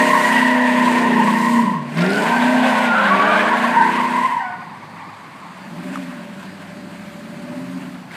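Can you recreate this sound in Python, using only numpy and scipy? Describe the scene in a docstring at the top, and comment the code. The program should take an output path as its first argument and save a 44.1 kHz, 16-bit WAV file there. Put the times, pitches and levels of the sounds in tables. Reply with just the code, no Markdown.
"""A V8 car spins its rear tyres on an asphalt lot, lifts off, revs again, then rolls away far off at low revs.
The engine is a sum of orders of its two-turn cycle; the pipe crackles in noise puffs as the throttle opens.
The tyres squeal in stick-slip, as wavering tones with overtones, and scrub in two bands of noise.
A tree line answers with a scattered tail; far traffic, leaves, low bumps and short ticks lie around the car.
The pickup loses the lowest bass, holds peaks softly and ends at a band limit."""
import sys
import numpy as np
from scipy import signal
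from scipy.fft import rfft, irfft, next_fast_len
from scipy.io import wavfile
from scipy.ndimage import uniform_filter1d, map_coordinates

SR = 44100
rng = np.random.default_rng(int(sys.argv[2]) if len(sys.argv) > 2 else 0)


def unload_audio(sound):
    """Save the sound as a 16-bit wav file, at the path given as the first command line argument."""
    columns = np.transpose(np.atleast_2d(sound))
    # keep every value between -1 and 1, then stretch to whole-number steps
    steps = np.round(np.clip(columns, -1, 1) * 32767)
    wavfile.write(sys.argv[1], SR, steps.astype(np.int16))


N = 359841
ENGINE_STEP, SQUEAL_STEP = 10, 5  # samples between points of the coarse clocks


def amp(db):
    """Gain of a level in dB, by the decibel law for amplitude."""
    return 10 ** (np.asarray(db) / 20)


def unit(x):
    """Scales x to unit mean power (rms 1)."""
    return x / np.sqrt(np.mean(x ** 2) + 1e-20)


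def along(points, hz):
    """Interpolates (Hz, value) points on a logarithmic frequency axis."""
    f, v = np.transpose(points)
    return np.interp(np.log(hz + 1), np.log(f + 1), v)


def curves(rows, t):
    """Interpolates each column after the time linearly, at times t."""
    s, *columns = np.transpose(rows)
    return [np.interp(t, s, column) for column in columns]


def wobble(rate, t):
    """Band-limited randomness: a smooth curve through random knots, rate of them a second."""
    knots = rng.standard_normal(int(N * rate / SR) + 4)
    return map_coordinates(knots, [t * rate])


def filtered(x, response):
    """Linear filtering: the spectrum of x times a response of frequency."""
    m = next_fast_len(N + SR // 4)
    hz = np.fft.rfftfreq(m, 1 / SR)
    return irfft(rfft(x, m) * response(hz), m)[..., :N]


def rush(spectrum, patchy_db):
    """Turbulent noise of rms 1: white noise with random patches of gain in time and pitch, then coloured."""
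    z = signal.stft(rng.standard_normal(N), nperseg=512)[2]
    field = uniform_filter1d(rng.standard_normal(z.shape), size=8, axis=0)
    field = uniform_filter1d(field, size=10, axis=1)
    patchy = signal.istft(z * amp(patchy_db * unit(field)), nperseg=512)[1][:N]
    return unit(filtered(patchy, lambda hz: amp(along(spectrum, hz))))


def engine(revs, rows, order, pipe, muffler_hz, width_hz, rumble_db, upper_db, pull_db):
    """Fourier orders of the two-turn cycle: eight firings give 8 and 16, uneven cylinders the others."""
    # Burble strength in dB by order within one firing interval, from order 0 to order 7.
    uneven_db = [-6, -7, -10, 0, -7, -5, -3, 0]
    clock = np.arange(0, N + ENGINE_STEP, ENGINE_STEP) / SR
    start, end = rows[0][0] - .1, rows[-1][0] + .1
    now = (clock >= start) & (clock <= end)
    t = clock[now]
    cycle_hz, = curves(revs, t)
    first_db, second_db, low_db, ring_db = curves(rows, t)

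    # the upper burble follows the gain in speed (pull_db for each doubling a second) and wanders
    doublings_per_s = np.gradient(np.log2(cycle_hz), t)
    pull = pull_db * uniform_filter1d(doublings_per_s, size=400)
    upper = low_db + upper_db + pull + 3.0 * wobble(6, t)
    ring_db = ring_db + 1.04 * wobble(8, t)
    fade = np.clip(np.minimum(t - start, end - t) / .1, 0, 1)

    turn = 2 * np.pi * np.cumsum(cycle_hz) * ENGINE_STEP / SR
    first = amp(first_db + 1.2 * wobble(9, t)) * np.cos(8 * turn)
    second = amp(second_db + 1.2 * wobble(9, t)) * np.cos(16 * turn)
    sound = np.sqrt(2) * (first + second)
    for k in np.setdiff1d(np.arange(2, 56), [8, 16]):
        hz = k * cycle_hz
        burble_db = upper if k > order or k == 3 else low_db
        burble = amp(burble_db + uneven_db[k % 8] + along(pipe, hz))
        ring = amp(ring_db) / (1 + ((hz - muffler_hz) / width_hz) ** 2)  # muffler resonance
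        # each order drifts in strength and phase as combustion varies
        strength = amp(2.5 * wobble(5, t))
        phase = k * turn + rng.normal(0, .006 * k * k) + .3 * wobble(4, t)
        # against the firing tone the orders cut a short gap once a cycle (one weak cylinder)
        sound -= np.hypot(burble, ring) * strength * np.cos(phase)

    heard = np.zeros(len(clock))
    heard[now] = fade * sound
    rumble_gain = np.interp(np.arange(N) / SR, t, fade * amp(low_db + rumble_db))
    rumble = rush(pipe, patchy_db=3) * rumble_gain
    return signal.resample_poly(heard, ENGINE_STEP, 1)[:N] + rumble


def spinning_engine():
    """Harmonic order synthesis under load: the engine while it spins the tyres."""
    # Cycle speed. Each row: time in seconds, two-turn cycles in Hz.
    spin_revs = [(0, 32.2), (1.03, 30.5), (1.16, 30), (1.55, 29.5), (1.64, 28.6), (1.68, 26.8), (1.8, 18.4),
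                 (1.9, 17.8), (1.99, 21), (2.12, 25), (2.24, 28.2), (2.34, 29.8), (2.54, 31.6),
                 (2.84, 30.9), (3.01, 26), (3.15, 24.2), (3.3, 27.1), (3.37, 27.6), (3.58, 28.7),
                 (3.79, 30.6), (4.5, 30.5)]
    # Levels before random drift. Each row: time in seconds, firing tone, second firing tone,
    # burble (before pipe and order weights) and muffler ring, all in dB.
    spin_levels = [(0, -21, -52, -24.5, -19.5), (.2, -31.5, -40, -30, -24.5), (.36, -22, -42, -29.5, -31.5),
                   (.6, -16, -33, -37, -23.5), (.82, -15, -37, -29, -25), (1.24, -22, -40.5, -25.5, -34.5),
                   (1.58, -15.5, -38, -29, -35.5), (1.66, -24, -40, -23.5, -36),
                   (1.78, -28.5, -44, -35, -44), (1.9, -37.5, -57, -43, -53), (2, -16.5, -33, -28.5, -34),
                   (2.09, -21.5, -22, -29, -21.5), (2.23, -30, -30.5, -30, -31.5),
                   (2.39, -19.5, -56, -29, -38), (2.53, -16, -35, -31, -22), (2.7, -21, -59, -32, -43),
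                   (2.82, -19.5, -49, -30, -21.5), (3, -26.5, -50, -34, -33),
                   (3.17, -23.5, -31, -32.5, -30), (3.31, -29.5, -32, -31.5, -23.5),
                   (3.7, -23, -39, -32.5, -34), (3.85, -31.5, -47, -28, -46), (4, -27.5, -44, -34.5, -46),
                   (4.22, -24.5, -46, -36.5, -34), (4.29, -53, -70, -42, -53), (4.5, -61, -70, -59, -44.5)]
    # Pipe response. Each row: frequency in Hz, gain in dB.
    spin_pipe = [(40, -63), (70, -26), (95, -23), (125, -28), (155, -4.5), (190, 0.5), (230, 5.5), (290, 3),
                 (400, -1.5), (520, -3.5), (900, -39)]
    return engine(spin_revs, spin_levels, order=9, pipe=spin_pipe, muffler_hz=615, width_hz=20.4,
                  rumble_db=-10, upper_db=-5.5, pull_db=3)


def stick_slip(t, hz, tone_db, over_db, spread, chirp_db):
    """Stick-slip friction: six patches of rubber, each with its own pitch, wavering and chirping."""
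    sound = 0
    for place in np.linspace(-1, 1, 6):
        waver = place + .25 * wobble(5, t) + .75 * wobble(90, t)
        cycles = np.cumsum(hz * (1 + spread * waver)) * SQUEAL_STEP / SR
        turn = 2 * np.pi * (rng.uniform() + cycles)
        chirp = unit(amp(chirp_db * wobble(30, t)))
        # the third harmonic sounds only for pitches below 1300 Hz
        overtones = np.sin(2 * turn) + amp(-16.5) * np.sin(3 * turn) * (hz < 1300)
        patch = amp(tone_db) * np.sin(turn) + amp(over_db) * overtones
        sound = sound + 0.4 * chirp * patch
    return sound


def held_squeals():
    """Sustained stick-slip: squeals follow a pitch arch, slope in level and die away."""
    # Each row: start in seconds, length in seconds, pitch in Hz at start, middle and end,
    # tone level in dB at start and end, overtone level in dB at start and end (both before the
    # patch gain, chirp and swell), pitch spread of the rubber patches as a share.
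    held_rows = [(0, .7, 953, 945, 930, -17.5, -21.5, -17.5, -19, .028),
                 (0.68, .9, 920, 920, 950, -22.5, -20, -24, -25, .028),
                 (0, 1.63, 1043, 1010, 1080, -24, -21.5, -29, -36, 0.026),
                 (1.68, .04, 974, 950, 930, -21, -28, -31, -36, 0.029),
                 (1.69, 0.067, 1040, 1040, 1080, -18, -23.5, -45, -50, 0.018),
                 (2, 1.67, 665.4, 830, 735, -25.5, -23, -43, -39, .1),
                 (2.03, 0.24, 1380, 1465, 1535, -25.5, -25.5, -42, -42, 0.01),
                 (2.299, .72, 1540, 1520, 1370, -24.5, -23.5, -64, -56, .011),
                 (2.2, 1.5, 937, 950, 990, -21.5, -27, -33, -35, .05),
                 (2.66, 0.46, 540, 523, 556, -28.5, -23.5, -21.5, -44, 0.0083),
                 (3.15, 0.186, 1145, 1150, 1220, -19, -17.5, -32, -28, 0.0149),
                 (2.95, 0.92, 1442, 1520, 1660, -19, -22.5, -49, -58, 0.093),
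                 (3, .14, 1050, 1075, 1140, -23.5, -15, -37, -30, 0.01195),
                 (3.36, 0.29, 1125, 1090, 1110, -21, -23, -28, -46, 0.01545),
                 (3.699, 0.72, 960, 1000, 920, -17.5, -25.5, -31, -31.5, 0.055),
                 (4.411, .14, 780, 735, 736, -31, -30, -32, -32.5, .018),
                 (4.425, 1.36, 941, 1030, 990, -34.5, -42, -41, -52, .13)]
    attack_s, release_db_per_s, swell_db = .03, 200, 1.5
    clock = np.arange(0, N + ENGINE_STEP, SQUEAL_STEP) / SR
    sound = np.zeros(len(clock))
    for s, length, hz0, hz1, hz2, db0, db1, over0, over1, spread in held_rows:
        now = (clock >= s - attack_s) & (clock < s + length + .25)
        t = clock[now]
        u = np.clip((t - s) / length, 0, 1)
        arch = np.polyfit([0, .5, 1], [hz0, hz1, hz2], 2)
        release = release_db_per_s * np.maximum(t - s - length, 0)
        shape = swell_db * wobble(9, t) - release
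        tone_db = db0 + (db1 - db0) * u + shape
        over_db = over0 + (over1 - over0) * u + shape
        voice = stick_slip(t, np.polyval(arch, u), tone_db, over_db, spread, chirp_db=4.0)
        sound[now] += voice * np.clip((t - s) / attack_s + 1, 0, 1)
    return signal.resample_poly(sound, SQUEAL_STEP, 1)[:N]


def scrub():
    """Abrasive friction: rubber tearing over grit gives a roar and a hiss that flutter together."""
    # Tyre and road noise. Each row: time in seconds, roar level in dB, hiss level in dB,
    # both before the trims and flutter below.
    scrub_levels = [(0, -26.5, -33), (.29, -27.5, -32.5), (.6, -29.5, -41.5), (.86, -27.5, -36.5),
                    (1.15, -31, -42), (1.35, -32.5, -39.5), (1.45, -33.5, -35), (1.58, -34, -36.5),
                    (1.82, -48, -59), (1.955, -39.5, -48), (1.985, -28, -42), (2.08, -31.5, -43),
                    (2.16, -31.5, -38), (2.3, -28, -39), (2.84, -25.5, -39.5), (2.9, -27.5, -44.5),
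                    (3.45, -26, -42.5), (3.54, -30, -42.5), (4.23, -33.5, -43.5), (4.54, -55.5, -62.5),
                    (5.57, -49, -58), (5.95, -42, -49.5), (6.16, -46, -54.5), (7.23, -48.5, -53.5),
                    (7.82, -45.5, -51.5), (8.09, -56, -63), (8.16, -39, -49)]
    # Each row: frequency in Hz, relative density in dB per Hz; so too for the hiss.
    roar_spectrum = [(280, -35), (480, -13), (637, -5.5), (703, -5.5), (759, -8.5), (1050, -2.5),
                     (1270, -14), (1540, -5), (1740, -7), (2550, -10.5), (4540, -25.5), (5400, -34.5),
                     (6500, -38), (8450, -72), (14300, -120)]
    hiss_spectrum = [(2650, -12.5), (4500, 1), (5530, -3.5), (8140, 0.5), (9160, -2), (10600, -8),
                     (12800, -9), (14400, -17), (15400, -17)]
    t = np.arange(N) / SR
    roar_db, hiss_db = curves(scrub_levels, t)
    flutter = .8 * wobble(12, t) + 1.1 * wobble(90, t)
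    roar = rush(roar_spectrum, patchy_db=1.5)
    # the roar is levelled by its 2300-5000 Hz part
    roar /= np.std(filtered(roar, lambda hz: (hz > 2300) & (hz < 5000)))
    hiss = rush(hiss_spectrum, patchy_db=1.2)
    return amp(roar_db - 3.0 + flutter) * roar + amp(hiss_db - 1.37 + flutter) * hiss


def air():
    """Many distant sources add up to steady coloured noise: far traffic and leaves."""
    # Each row: frequency in Hz, relative density in dB per Hz.
    air_spectrum = [(18, -58), (30, -30), (173, 19), (442, 2), (745, 7), (872, 6), (993, -3), (1220, 5.5),
                    (2230, -3), (2900, -9), (4760, -7.5), (5280, -17.5), (8240, -20), (14300, -30),
                    (15400, -44)]
    return amp(-40.5) * rush(air_spectrum, patchy_db=1.5)


def trees(x):
    """Diffuse scattering: the tree line sends the sound back, each frequency dying at its own speed."""
    # Each row: frequency in Hz, time in seconds to fall by 60 dB.
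    tree_decay = [(150, 0.95), (1000, 0.96), (4000, 1), (12000, 0.16)]
    hz, t, z = signal.stft(rng.standard_normal(SR), SR, nperseg=256)
    decay = amp(-60 * t / along(tree_decay, hz)[:, None])
    tail = signal.istft(z * decay, SR, nperseg=256)[1]
    delayed = np.pad(x, (3000, 0))  # samples of travel to the trees and back
    return signal.fftconvolve(delayed, tail / np.linalg.norm(tail))[:N]


def yelps():
    """Brief stick-slip bursts: yelps swell and break off."""
    # Each row: start in seconds, length in seconds, pitch in Hz at start and end,
    # tone level in dB at the end of the swell, before the patch gain and chirp.
    yelp_rows = [(0.096, 0.059, 1035, 1060, -11.5), (.36, 0.095, 935, 960, -18),
                 (0.838, .04, 924, 1010, -11.5), (0.565, 0.059, 942, 1000, -17),
                 (1.177, 0.024, 1040, 900, -14), (1.25, 0.039, 1052, 1040, -11.5),
                 (1.428, 0.057, 1051, 1000, -17), (1.53, 0.074, 1046, 970, -15),
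                 (2.109, 0.077, 1450, 1490, -19), (2.24, 0.036, 910, 1000, -22),
                 (2.296, 0.053, 976, 976, -16), (2.9, 0.042, 930, 770, -14),
                 (3.22, 0.1795, 1470, 1620, -16.5), (3.238, 0.091, 700, 690, -17.5),
                 (3.483, 0.054, 947, 959, -15.5), (3.605, 0.036, 1032, 1040, -15.5),
                 (3.732, 0.088, 947, 926, -8), (3.83, .045, 940, 945, -10), (3.971, .09, 952, 1020, -13.5),
                 (4.13, 0.053, 983, 1020, -11.5), (4.21, 0.044, 976, 1033, -8),
                 (4.306, 0.03, 1010, 970, -14.5), (4.348, 0.0595, 982, 900, -17.5)]
    rise_db, break_db_per_s, over_drop_db, spread = 7, 500, 16, .035  # spread: share of the pitch
    clock = np.arange(0, N + ENGINE_STEP, SQUEAL_STEP) / SR
    sound = np.zeros(len(clock))
    for s, length, hz0, hz1, db in yelp_rows:
        now = (clock >= s) & (clock < s + length + .08)
        t = clock[now]
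        u = np.clip((t - s) / length, 0, 1)
        hz = hz0 + (hz1 - hz0) * u
        level = db - rise_db * (1 - u) - break_db_per_s * np.maximum(t - s - length, 0)
        voice = stick_slip(t, hz, level, level - over_drop_db, spread, chirp_db=1.0)
        sound[now] += voice * np.clip((t - s) / 0.0068, 0, 1)
    return signal.resample_poly(sound, SQUEAL_STEP, 1)[:N]


def knocks():
    """Damped impact modes: soft low bumps, and short dull ticks of a ring and a noise crack."""
    # Each row: start in seconds, level in dB (10 dB above the initial sine amplitude).
    bump_rows = [(0.129, -58), (0.377, -28), (0.929, -50), (1.289, -51), (1.62, -47), (3.359, -58),
                 (3.859, -59)]
    # Each row: start in seconds, level in dB before a 1.5 dB lift and the filter, ring in Hz,
    # crack level in dB against the ring.
    tick_rows = [(5.9575, -13, 1260, -14), (5.9726, -18.5, 1110, -20), (8.11, -26, 2120, -13),
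                 (8.116, -27, 1940, -3), (8.1404, -25, 1980, -7)]
    bumps, ticks = np.zeros(N + SR), np.zeros(N + SR)
    t = np.arange(SR // 10) / SR
    for s, db in bump_rows:
        bump = np.sin(2 * np.pi * 70 * t) * amp(-60 * t / 0.023)
        bumps[round(s * SR):][:len(t)] += amp(db - 10) * bump
    for s, db, hz, crack_db in tick_rows:
        crack = amp(crack_db - 60 * t / 0.018) * rng.standard_normal(len(t))
        ring = np.sin(2 * np.pi * hz * t) * amp(-60 * t / .016) * (1 - np.exp(-t / .0005))
        ticks[round(s * SR):][:len(t)] += amp(db + 1.5) * (ring + crack)
    # thin below 500 Hz, dull above 5000 Hz
    dull = filtered(ticks[:N], lambda hz: 1j * hz / (500 + 1j * hz) / (1 + 1j * hz / 5000) ** 2)
    return bumps[:N] + dull


def crackle():
    """Impulsive jet noise: sharp tailpipe puffs as the throttle opens, each a rasp and a treble part."""
    # Each row: start in seconds, level in dB before filtering and trim, treble in dB against it.
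    puff_rows = [(1.9717, -19, -24), (1.9894, -20, -26), (2.0074, -13, -29), (2.0194, -12.5, -24),
                 (2.0622, -16, -28), (2.0931, -21, -19), (2.1044, -18, -8), (2.119, -20, -20),
                 (2.133, -13.5, -20), (2.1444, -25, -10), (2.1575, -17, -19), (2.1714, -22, -8),
                 (2.2079, -38, -18), (2.2214, -15, -17)]
    # Rasp, then treble. Each row: low edge in Hz, high edge in Hz.
    puff_bands = [(2200, 5200), (7300, 11000)]
    puffs, t = np.zeros((2, N)), np.arange(SR // 25) / SR
    for s, db, treble_db in puff_rows:
        decay = amp([[db], [db + treble_db]] - 60 * t / .028)  # 60 dB down in .028 s
        puffs[:, round(s * SR):][:, :len(t)] += decay * rng.standard_normal((2, len(t)))
    sound = 0
    for band, part in zip(puff_bands, puffs):
        sos = signal.butter(5, band, "bandpass", fs=SR, output="sos")
        sound = sound + signal.sosfilt(sos, part)
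    return amp(-1) * sound


def rolling_engine():
    """Harmonic order synthesis at low revs: the engine rolling far off."""
    # Cycle speed. Each row: time in seconds, two-turn cycles in Hz.
    roll_revs = [(4.5, 14), (5.5, 12), (5.7, 14), (5.9, 17), (5.97, 17.3), (6.2, 14.7), (6.4, 12.6),
                 (6.6, 12.5), (6.8, 13), (7.2, 13.4), (7.6, 16.2), (7.83, 17), (7.9, 16.8), (8, 15.8),
                 (8.16, 15)]
    # Levels before random drift. Each row: time in seconds, firing tone, second firing tone,
    # burble (before pipe and order weights) and muffler ring, all in dB.
    roll_levels = [(4.5, -57, -48, -61, -60), (4.97, -50.5, -58, -64, -73), (5.5, -69, -64, -54, -68),
                   (5.66, -61, -46, -40.5, -53), (5.86, -51, -33.5, -36.5, -41.5),
                   (6.09, -58, -33.5, -38.5, -45), (6.2, -68, -40, -40, -42), (6.54, -53, -47, -45.5, -54),
                   (6.75, -54, -44, -44, -43.5), (7.1, -54, -40, -38.5, -48.5), (7.4, -57, -39, -41, -38.5),
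                   (7.61, -43, -30, -38, -39), (7.92, -62, -38, -37, -46), (8.05, -67, -64, -42.5, -62),
                   (8.16, -61, -66, -44, -75)]
    # Pipe response. Each row: frequency in Hz, gain in dB.
    roll_pipe = [(35, -48), (65, -16), (90, -29), (125, -31), (160, -1.5), (187, 7), (215, -15), (238, 0.5),
                 (290, -2.5), (400, -10), (450, -37), (900, -33.5)]
    return engine(roll_revs, roll_levels, order=18, pipe=roll_pipe, muffler_hz=587.0, width_hz=12.7,
                  rumble_db=-9.0, upper_db=-5, pull_db=0.5)


def scene():
    """Superposition: the car, its echo from the trees, the air and the knocks."""
    motor = spinning_engine() + rolling_engine()
    tyres = held_squeals() + yelps() + scrub()
    car = motor + crackle() + tyres
    echo = amp(-14) * trees(car)
    return (car + echo + air() + knocks())[None]


def record(dry):
    """Transducer limits: a first-order bass loss, soft saturation of peaks and a sharp band limit."""
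    thin = filtered(dry, lambda hz: 1j * hz / (35 + 1j * hz))
    held = thin / (1 + np.abs(thin / .75) ** 8) ** (1 / 8)
    return filtered(held, lambda hz: hz < 15500)


dry = scene()
out = record(dry)
unload_audio(out)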